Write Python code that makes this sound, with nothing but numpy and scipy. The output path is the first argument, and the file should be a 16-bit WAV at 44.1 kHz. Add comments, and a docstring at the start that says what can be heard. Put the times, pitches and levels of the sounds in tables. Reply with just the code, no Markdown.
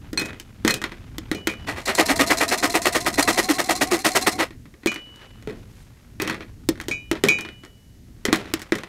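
"""A small wood stove rumbles softly in a tent, with faint grit and steam from a thin lidded metal pot.
Popcorn pops in the pot: each pop clicks, cracks, clatters and thumps the shut-in air, among small knocks.
Some blows ring the pot wall. For under three seconds the pot is shaken, throwing the load against base
and lid about nine times a second. Sleeves rustle. Sources are shaped noise, grit and sines;
the cloth walls answer the pot."""
import sys
import numpy as np
from scipy import signal
from scipy.fft import rfft, irfft, next_fast_len
from scipy.io import wavfile
from scipy.ndimage import map_coordinates

SR = 44100
rng = np.random.default_rng(int(sys.argv[2]) if len(sys.argv) > 2 else 0)


def put_to_file(sound):
    """Save the sound as 16-bit audio at rate SR, in the file named by the first command-line argument."""
    columns = np.atleast_2d(sound).T  # one column per channel
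    safe = np.clip(columns, -1, 1)
    whole_steps = np.round(safe * 32767)
    wavfile.write(sys.argv[1], SR, whole_steps.astype(np.int16))


N = 391608


def amp(db):
    """Decibels to amplitude."""
    return 10 ** (np.asarray(db) / 20)


def unit(x):
    """Scale to an rms of 1."""
    return x / np.sqrt(np.mean(x ** 2) + 1e-20)


def at(points, s):
    """Read (time, value) points at times s, in straight lines."""
    return np.interp(s, *np.transpose(points))


def along(points, hz):
    """Read (frequency, value) points on a log frequency axis."""
    f, v = np.transpose(points)
    return np.interp(np.log(hz + 1), np.log(f + 1), v)


def wobble(rate):
    """A smooth random curve with rate knots a second."""
    knots = rng.standard_normal(int(N * rate / SR) + 4)
    return map_coordinates(knots, [np.arange(N) * rate / SR])


def filtered(x, response):
    """Filter x by a complex response of frequency."""
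    m = next_fast_len(N + SR // 2)
    return irfft(rfft(x, m) * response(np.fft.rfftfreq(m, 1 / SR)), m)[..., :N]


def band(x, lo_hz, hi_hz):
    """Causal band-pass with gain set by bandwidth, to hold white noise near its rms."""
    sos = signal.butter(2, [lo_hz, min(hi_hz, 20000)], "bandpass", fs=SR, output="sos")
    return signal.sosfilt(sos, x) * np.sqrt(SR / 2 / (hi_hz - lo_hz))


def grit(rate, spread_db, life):
    """Tiny contacts at random times and sizes, each a puff of noise dying over life [s]; rms 1."""
    taps = (rng.random(N) < rate / SR) * amp(spread_db * rng.standard_normal(N))
    puffs = signal.lfilter([1], [1, -np.exp(-1 / (life * SR))], taps)
    return unit(puffs * rng.standard_normal(N))


def add(track, s, sound):
    """Mix a sound into a track at time s."""
    part = track[round(s * SR):][:len(sound)]
    part += sound[:len(part)]


# Fire rumble over time: (time [s], level before gusts [dB])
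FIRE_LEVEL = [(0.0, -46.5), (1.21, -49.5), (1.61, -46.5), (5.22, -52.5), (7.07, -49), (7.96, -56.5),
              (8.36, -45), (8.88, -56.5)]
# Colour of the rumble: (frequency [Hz], relative level [dB])
RUMBLE_COLOUR = [(18, -19.5), (30, -6.5), (120, -3.5), (137, -8.5), (152, -11.5), (236, -9.5), (450, -26.5),
                 (580, -64), (990, -120)]
# Colour of the steady hiss: (frequency [Hz], relative level [dB])
HISS_COLOUR = [(240, -47.5), (400, -11.5), (1160, -22.5), (1960, -17), (2510, -22), (6640, -19.5),
               (16000, -34.5)]
HISS_DB = -62.5


def stove():
    """The fire's draught rumbles unevenly over a faint steady hiss."""
    rumble = unit(filtered(rng.standard_normal(N), lambda hz: amp(along(RUMBLE_COLOUR, hz))))
    hiss = unit(filtered(rng.standard_normal(N), lambda hz: amp(along(HISS_COLOUR, hz))))
    gusts = amp(2.5 * wobble(6))
    return amp(at(FIRE_LEVEL, np.arange(N) / SR)) * gusts * rumble + amp(HISS_DB) * hiss


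# Faint grit of the hot load: (time [s], level [dB])
SIZZLE_LEVEL = [(0, -57.5), (1.7, -57), (4.57, -78), (4.8, -68), (5.1, -57), (6.7, -67.5), (7.6, -65),
                (8., -86), (8.4, -49), (8.88, -60)]
SETTLE_DB, SETTLE_RISE_S, SETTLE_T60_S = -32, 0.027, 0.37  # level is re the crack or crash
STEAM_DB = -68.5


def settling():
    """The load sizzles, steam hisses, and flakes tumble to rest after each pop and the last throw."""
    level, t = amp(at(SIZZLE_LEVEL, np.arange(N) / SR)), np.arange(SR) / SR
    for s, db, *_ in POP_EVENTS + THROW_EVENTS[-1:]:
        decay = amp(db + SETTLE_DB - 60 * t / SETTLE_T60_S)
        add(level, s, decay * (1 - np.exp(-t / SETTLE_RISE_S)))
    flakes = band(level * grit(400, 3, .004), 190, 2930)
    steam = band(amp(STEAM_DB) * rng.standard_normal(N), 3200, 13000)
    return flakes + steam


# Pot damped by the hands: (resonance [Hz], width [Hz], level [dB])
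HELD_POT_MODES = [(700, 110, -3.5), (1236.6, 31, 8), (1936, 124, 5.5), (2897, 490, 6.5), (4320, 180, -1.5),
                  (5110, 83, 8.5), (5670, 66, -8.5), (8150, 89, 8.5), (8630, 47, -22)]


def pot(x, broad_db):
    """Colour x with the held pot's resonances over a broad response, levelled at 500-3000 Hz."""
    def response(f):
        h = amp(broad_db)
        for k, (centre, width, db) in enumerate(HELD_POT_MODES):
            damping = 1j * f * width
            # alternate modes swing in opposite phase
            h = h + (-1) ** k * amp(db) * damping / (centre * centre - f * f + damping)
        return h / np.sqrt(np.mean(abs(h[(f > 500) & (f < 3000)]) ** 2))
    return filtered(x, response)


# Pops: (time [s], crack level [dB], thump level [dB], thump pitch [Hz],
#        brightness [dB re crack], base clatter t60 [s])
POP_EVENTS = [(0.131, -26, -38, 308, 1.5, 0.13), (0.175, -13, -42.5, 322, -5.5, 0.28),
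              (0.218, -25, -40.5, 316, -1, 0.2), (0.649, -10.5, -25.5, 311, -4.5, 0.23),
              (0.84, -6.5, -41.5, 326, -14, .084), (1.183, -23.5, -40, 309, 5, 0.039),
              (1.315, -12, -30.5, 310, -4, 0.086), (1.348, -28, -38, 307, 2, 0.19),
              (1.472, -9, -32.5, 327, -0.5, .18), (4.86, -12.5, -25, 337, -1, 0.054),
              (5.474, -25, -36.5, 425, -9.5, .27), (6.2, -13, -38, 310, -13.5, 0.45),
              (6.22, -21, -38, 383, 8, .1), (6.257, -27, -39, 313, -18, 0.052),
              (6.298, -12, -39.5, 312, -11, 0.18), (6.689, -19, -24, 326, 12.5, .067),
              (6.801, -20, -52, 332, -9, 0.025), (6.884, -21, -37, 347, 4.5, 0.16),
              (7.114, -8, -27, 335, -6, 0.11), (7.238, -4.5, -24, 393, -3.5, 0.22),
              (8.253, -8.5, -34, 400, -1, .14), (8.285, -18, -32, 251, -24, 0.16),
              (8.328, -2.5, -25.5, 320, -5.5, .15), (8.538, -11.5, -32, 327, 4.5, 0.061),
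              (8.722, -7.5, -26.5, 343, -12.5, .12)]
# Small hits and knocks in and on the pot: (time [s], crack level [dB], brightness [dB re crack])
SMALL_HITS = [(0.196, -22, 8), (0.257, -27, 2), (0.288, -29, -16), (0.331, -27.5, -14), (0.399, -38, 15.5),
              (0.678, -3.5, -1), (0.708, -24, 14), (0.741, -25.5, 16), (0.817, -19.5, -2),
              (0.92, -24.5, -15), (4.507, -28.5, -17), (4.656, -37, -18), (4.74, -38.5, -13),
              (4.834, -32.5, -20), (4.871, -18, 2.5), (4.918, -20, -5), (4.943, -31.5, 7), (4.96, -20, -30),
              (5.072, -47, -8), (5.103, -52, -8), (5.159, -47, 10), (5.425, -38.5, -2), (5.498, -30, -9),
              (6.276, -13, -5.5), (6.289, -23, -8), (6.345, -28, -22), (6.407, -25.5, -28),
              (6.423, -41, -57), (6.448, -59, -20), (6.756, -34, -14), (6.776, -35, -9), (6.813, -26, 2),
              (6.913, -23.5, -1), (7.154, -21.5, -22), (7.286, -14, 7.5), (7.387, -17.5, -12),
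              (7.409, -30.5, 8.5), (7.45, -22.5, -28), (7.488, -27.5, -32), (7.636, -33, -12),
              (7.65, -34, -1), (8.084, -51, -20), (8.165, -51, -20), (8.359, -35, 19.5),
              (8.456, -25.5, -24), (8.501, -35, -6), (8.595, -35.5, 6), (8.618, -27.5, 4.5),
              (8.754, -26, 3.5), (8.785, -24, -7), (8.835, -19.5, -14)]
HIT_T60_S = 0.14  # base clatter time of a small hit
HIT_THUMP_DB, THUMP_GROWS = -39.5, 0.47  # thump, and its dB gained per dB of crack
AIR_HZ, AIR_SCATTER = 312, 0.11  # thump pitch of a small hit, and its largest fractional change
# top band re crack, and its dB gained per dB of brightness
POP_TREBLE_DB, HIT_TREBLE_DB, TREBLE_GROWS = -12, -17.5, 1.3
CLICK_DB, SNAP_T60_S = 9, 0.022  # first hard contact re its band level; the burst that follows


def pops():
    """Pops and small hits: click, snap, ragged clatter whose treble dies first, and a thump of the air."""
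    clicks, snaps, tails, air = np.zeros((3, N)), np.zeros((3, N)), np.zeros((4, N)), np.zeros(N)
    t = np.arange(SR // 4) / SR
    blows = [(*pop, POP_TREBLE_DB) for pop in POP_EVENTS]
    for s, db, bright_db in SMALL_HITS:
        hz = AIR_HZ * (1 + AIR_SCATTER * rng.uniform(-0.81, 1))
        thump_db = HIT_THUMP_DB + THUMP_GROWS * db
        blows.append((s, db, thump_db, hz, bright_db, HIT_T60_S, HIT_TREBLE_DB))

    for s, db, thump_db, hz, bright_db, t60, treble_db in blows:
        # low, mid and high bands
        levels = [db, db + bright_db, db + treble_db + TREBLE_GROWS * bright_db]
        tail_levels = levels + [thump_db + 17.5]  # the fourth tail is a dull knock
        for k, (level, slower) in enumerate(zip(tail_levels, [1.02, 0.74, 0.35, 1.68])):
            add(tails[k], s, amp(level - 17.5 - 60 * t / (slower * t60)))
        for k, level in enumerate(levels):
            add(snaps[k], s, amp(level - 9.5 - 60 * t / SNAP_T60_S))
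            add(clicks[k], s, amp([level + CLICK_DB]))
        thump = amp(thump_db + 16 - 60 * t / 0.058) * (1 - np.exp(-t / 0.00064))
        add(air, s, thump * np.sin(2 * np.pi * hz * t))

    clatter = grit(900, 3.5, .002)
    low, mid, high = clicks + snaps * rng.standard_normal((3, N)) + tails[:3] * clatter
    top = band(high, 8500, 15000)
    knock = band(tails[3] * rng.standard_normal(N), 147, 466)
    return pot(band(low, 1040, 3200), 3.9) + band(mid, 1800, 8270) + top + knock + air


# Blows that ring the wall: (time [s], place, level [dB], share of the free ring time)
RING_EVENTS = [(0.175, "rim", -12.5, 1), (0.178, "lid", -25, 1.1), (0.679, "lid", -28, 1.1),
               (0.681, "rim", -22, 0.76), (0.705, "rim", -13, 0.64), (1.349, "base", -40.5, 0.55),
               (1.489, "side", -27.5, 0.61), (4.872, "side", -22.5, 0.53), (4.876, "base", -35, 0.92),
               (5.497, "lid", -49, 0.68), (6.198, "lid", -32, 1.4), (6.911, "side", -21.5, 0.87),
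               (7.286, "side", -12.5, 1.02)]
# Groups of wall modes excited together: (frequency [Hz], level [dB], free t60 [s])
WALL_MODES = [
    [(2285, 0, .16)],
    [(2428, 0, .36)],
    [(2524, 0, .3)],
    [(2953, 0, 1.1)],
    [(3818, 0, .4)],
    [(4192, 0, .11), (5916, -10, .08), (8129, -10, .08)],
    [(4893, -6, .26), (5631, -6, .18), (6040, -11, .4), (6611, 0, .2), (7305, -8, .26), (10300, -22, .3)],
]
# How a blow at each place stirs the wall: (level of each mode group [dB])
PLACE_LEVELS = {"side": (0.5, -1, -5, -22.5, -15, -17.5, -15), "base": (0, 4, -12, 0, -17, 7, -3),
                "rim": (-26, -24, -15.5, -52, -52, -0.5, -42), "lid": (-18, -18, -0.5, -33, -20, -33, -26)}


def wall():
    """Wall modes ring after a hard blow, adding to any swing; the ring times vary but for the longest."""
    out, t = np.zeros(N), np.arange(SR) / SR
    for s, place, level_db, share in RING_EVENTS:
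        clock = round(s * SR) / SR + t  # one clock keeps repeated blows in phase
        ring = np.zeros(len(t))
        for group_db, modes in zip(PLACE_LEVELS[place], WALL_MODES):
            for hz, db, t60 in modes:
                ring_s = t60 if t60 > 1 else share * t60
                decay = amp(level_db + group_db + db - 60 * t / ring_s)
                ring += decay * np.sin(2 * np.pi * hz * clock)
        add(out, s, ring * (1 - np.exp(-t / 0.00058)))
    return out


# Load landing on the base: (first kernel [s], crash level [dB], thump [dB re crash], thump pitch [Hz])
THROW_EVENTS = [(1.659, -17.5, -19, 294), (1.75, -22.5, -21, 266), (1.862, -10, -21, 375),
                (1.972, -4.5, -17.5, 295), (2.078, -5.5, -16.5, 299), (2.184, -4, -17, 300),
                (2.29, -5, -18, 302), (2.397, -6.5, -20.5, 317), (2.504, -7, -19.5, 356),
                (2.62, -6, -17.5, 330), (2.734, -6, -17, 304), (2.844, -7, -16, 342), (2.938, -7, -22, 306),
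                (3.05, -8.5, -17, 325), (3.17, -5.5, -14, 270), (3.268, -5, -21, 309),
                (3.367, -5.5, -16, 345), (3.481, -7, -8, 301), (3.577, -8.5, -23, 358),
                (3.684, -6, -18.5, 353), (3.803, -8.5, -13, 298), (3.899, -9.5, -9, 333),
                (4.037, -6.5, -17, 337), (4.143, -5.5, -18, 395), (4.259, -5, -14.5, 335),
                (4.376, -9, -18, 304)]
# Load rattling on the lid: (time [s], level [dB])
LID_EVENTS = [(1.8136, -35.5), (1.854, -16.5), (1.9444, -12.5), (2.053, -13), (2.158, -12), (2.2637, -12.5),
              (2.371, -13), (2.478, -13), (2.5747, -14), (2.6964, -12), (2.817, -11.5), (2.9218, -17.5),
              (3.0021, -18), (3.1273, -16.5), (3.223, -11.5), (3.325, -13.5), (3.428, -13.5),
              (3.533, -16.5), (3.639, -16.5), (3.7518, -15), (3.868, -22.5), (3.989, -18), (4.106, -17.5),
              (4.2104, -14.5), (4.312, -16)]
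# Landing time scale, a third of the time to the swarm's peak: (time [s], spread [s])
LANDING_SPREAD = [(1.7, .011), (2., .0078), (2.9, 0.0067), (3.8, 0.0062), (3.9, 0.0098), (4.26, 0.005),
                  (4.38, 0.0097)]
# Treble of the crash: (time [s], level [dB re crash])
CRASH_TREBLE = [(1.85, -19), (2., -13.5), (3.1, -10.5), (4.27, -9.5), (4.39, -19)]
# Air modes above the flying load: (frequency ratio, relative level [dB])
WHOOP_MODES = [(1, 0), (1.45, -6), (2.85, -4)]
# Pitch the lowest air mode glides up to, shifting as the load loosens: (time [s], frequency [Hz])
WHOOP_PITCH = [(1.7, 670), (2.4, 709), (3.1, 740.5), (3.6, 793), (4.4, 770)]
WHOOP_DB, TUMBLE_DB = -30, -35.5  # air modes and low tumbling, re crash
ROLL_DB, ROLL_T60_S = -20.5, 0.37  # stragglers that keep rolling, re the treble swarm
RATTLE_T60_S = 0.16


def shaking():
    """Each throw lands as a swarm of kernels; then the load flies up and rattles on the lid."""
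    low, high, lid, tumble, air = np.zeros((5, N))
    t = np.arange(SR // 6) / SR
    for s, db, thump_db, hz in THROW_EVENTS:
        u = t / at(LANDING_SPREAD, s) / 3
        swarm = (u * np.exp(1 - u)) ** 3
        rolling = amp(ROLL_DB - 60 * t / ROLL_T60_S) * np.minimum(u, 1)
        add(low, s, amp(db - 8.5) * swarm)
        add(high, s + 0.002, amp(db + at(CRASH_TREBLE, s) - 7) * (swarm + rolling))
        bend = 2.95 * np.sin(60 * t + 6 * rng.random())
        thump = np.sin(2 * np.pi * hz * t + bend)
        add(air, s + 0.00604, amp(db + thump_db + 2.5) * swarm ** 2 * thump)

        # every landing stirs two modes of the base at new strengths
        for mode_hz, width_hz, _ in HELD_POT_MODES[1:3]:
            detune, strength, phase = rng.standard_normal(size=3)
            tone = np.sin(2 * np.pi * (mode_hz + 0.584 * width_hz * detune) * t + phase)
            add(air, s + 0.00407, amp(db - 24.0 + 3 * strength) * swarm * tone)
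        if s == THROW_EVENTS[-1][0]:
            break  # after the last landing the load stays down

        # as the load leaves the base the air modes glide up, roughened by the tumbling
        turns = np.cumsum(at(WHOOP_PITCH, s) * (1 - .25 * np.exp(-t / .025))) / SR
        flight = np.sin(np.pi * np.clip(t / .08, 0, 1)) ** .4
        add(tumble, s + 0.022, amp(db + TUMBLE_DB) * np.sin(np.pi * np.clip(t / 0.15, 0, 1)))
        for ratio, mode_db in WHOOP_MODES:
            knots = np.minimum(62, t * 50 * ratio ** 2)
            rows = np.array([[0], [1]]) + 0 * t
            drift = .45 * map_coordinates(rng.standard_normal((2, 64)), [rows, [knots] * 2])
            angle = 2 * np.pi * ratio * turns
            tone = (1 / ratio + drift[0]) * np.sin(angle) + drift[1] * np.cos(angle)
            add(air, s + .038, amp(db + WHOOP_DB + mode_db) * flight * tone)

    for s, db in LID_EVENTS:
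        decay = amp(db - 5.5 - 60 * t / RATTLE_T60_S) * (1 - np.exp(-t / 0.0025))
        add(lid, s, decay * np.clip((.085 - t) / 0.017, 0, 1))
    kernels = grit(3000, 2.5, .001)
    crash_treble = high * kernels
    rattle = lid * grit(1200, 3.5, .0015)
    body = band(low * kernels, 250, 3120) + 1.74 * band(crash_treble, 2060, 8340)
    body += 0.22 * band(rattle, 600, 2600)
    top = band(0.14 * crash_treble, 4800, 13800)
    bright = band(band(rattle, 3600, 9000), 2500, 28000)
    lid_tone = band(rattle, 4120, 4250)
    tumbling = band(tumble * grit(550, 3, 0.0029), 220, 410)
    return pot(body, 1) + top + 0.72 * bright + .3 * lid_tone + tumbling + air


# Brushing cloth: (time [s], half length [s], centre [Hz], level [dB])
SLEEVE_BRUSHES = [(5.23, .05, 1800, -49), (3.1, 0.059, 6400, -54), (5.59, .035, 4600, -56.5),
                  (5.79, 0.092, 5900, -59)]


def sleeves():
    """Cloth brushes past: faint swells of fine band-passed grit."""
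    t, out = np.arange(N) / SR, np.zeros(N)
    for s, half, hz, db in SLEEVE_BRUSHES:
        swell = amp(db) * np.exp(-((t - s) / half) ** 2)
        out += band(swell * grit(2000, 2.5, 0.0013), hz * 0.14, hz * 1.56)
    return out


def tent(x):
    """The cloth walls give a short dull answer: a decaying noise tail, slightly delayed."""
    t = np.arange(SR // 5) / SR
    tail = band(rng.standard_normal(len(t)) * amp(-60 * t / .12), 200, 6000)
    return signal.fftconvolve(np.pad(x, (200, 0)), tail / np.linalg.norm(tail))[:N]


def scene():
    """Mix stove, pot and sleeves, with the tent answering the struck and shaken pot."""
    struck, shaken = pops() + wall(), shaking()
    answer = tent(amp(-15.5) * struck + amp(-18.5) * shaken)
    return (struck + shaken + answer + settling() + sleeves() + stove())[None]


# Overall tone: (frequency [Hz], level [dB])
OVERALL_TONE = [(20, 7.5), (9000, -2), (13000, 2.5), (15700, -1.5), (16200, -31), (17000, -34.5)]
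TOP_HZ = 17038  # nothing sounds from here up


def record(dry):
    """The overall tone stays bright to about 15.7 kHz, then drops steeply to nothing."""
    return filtered(dry, lambda hz: amp(along(OVERALL_TONE, hz)) * (hz < TOP_HZ))


dry = scene()
out = record(dry)
put_to_file(out)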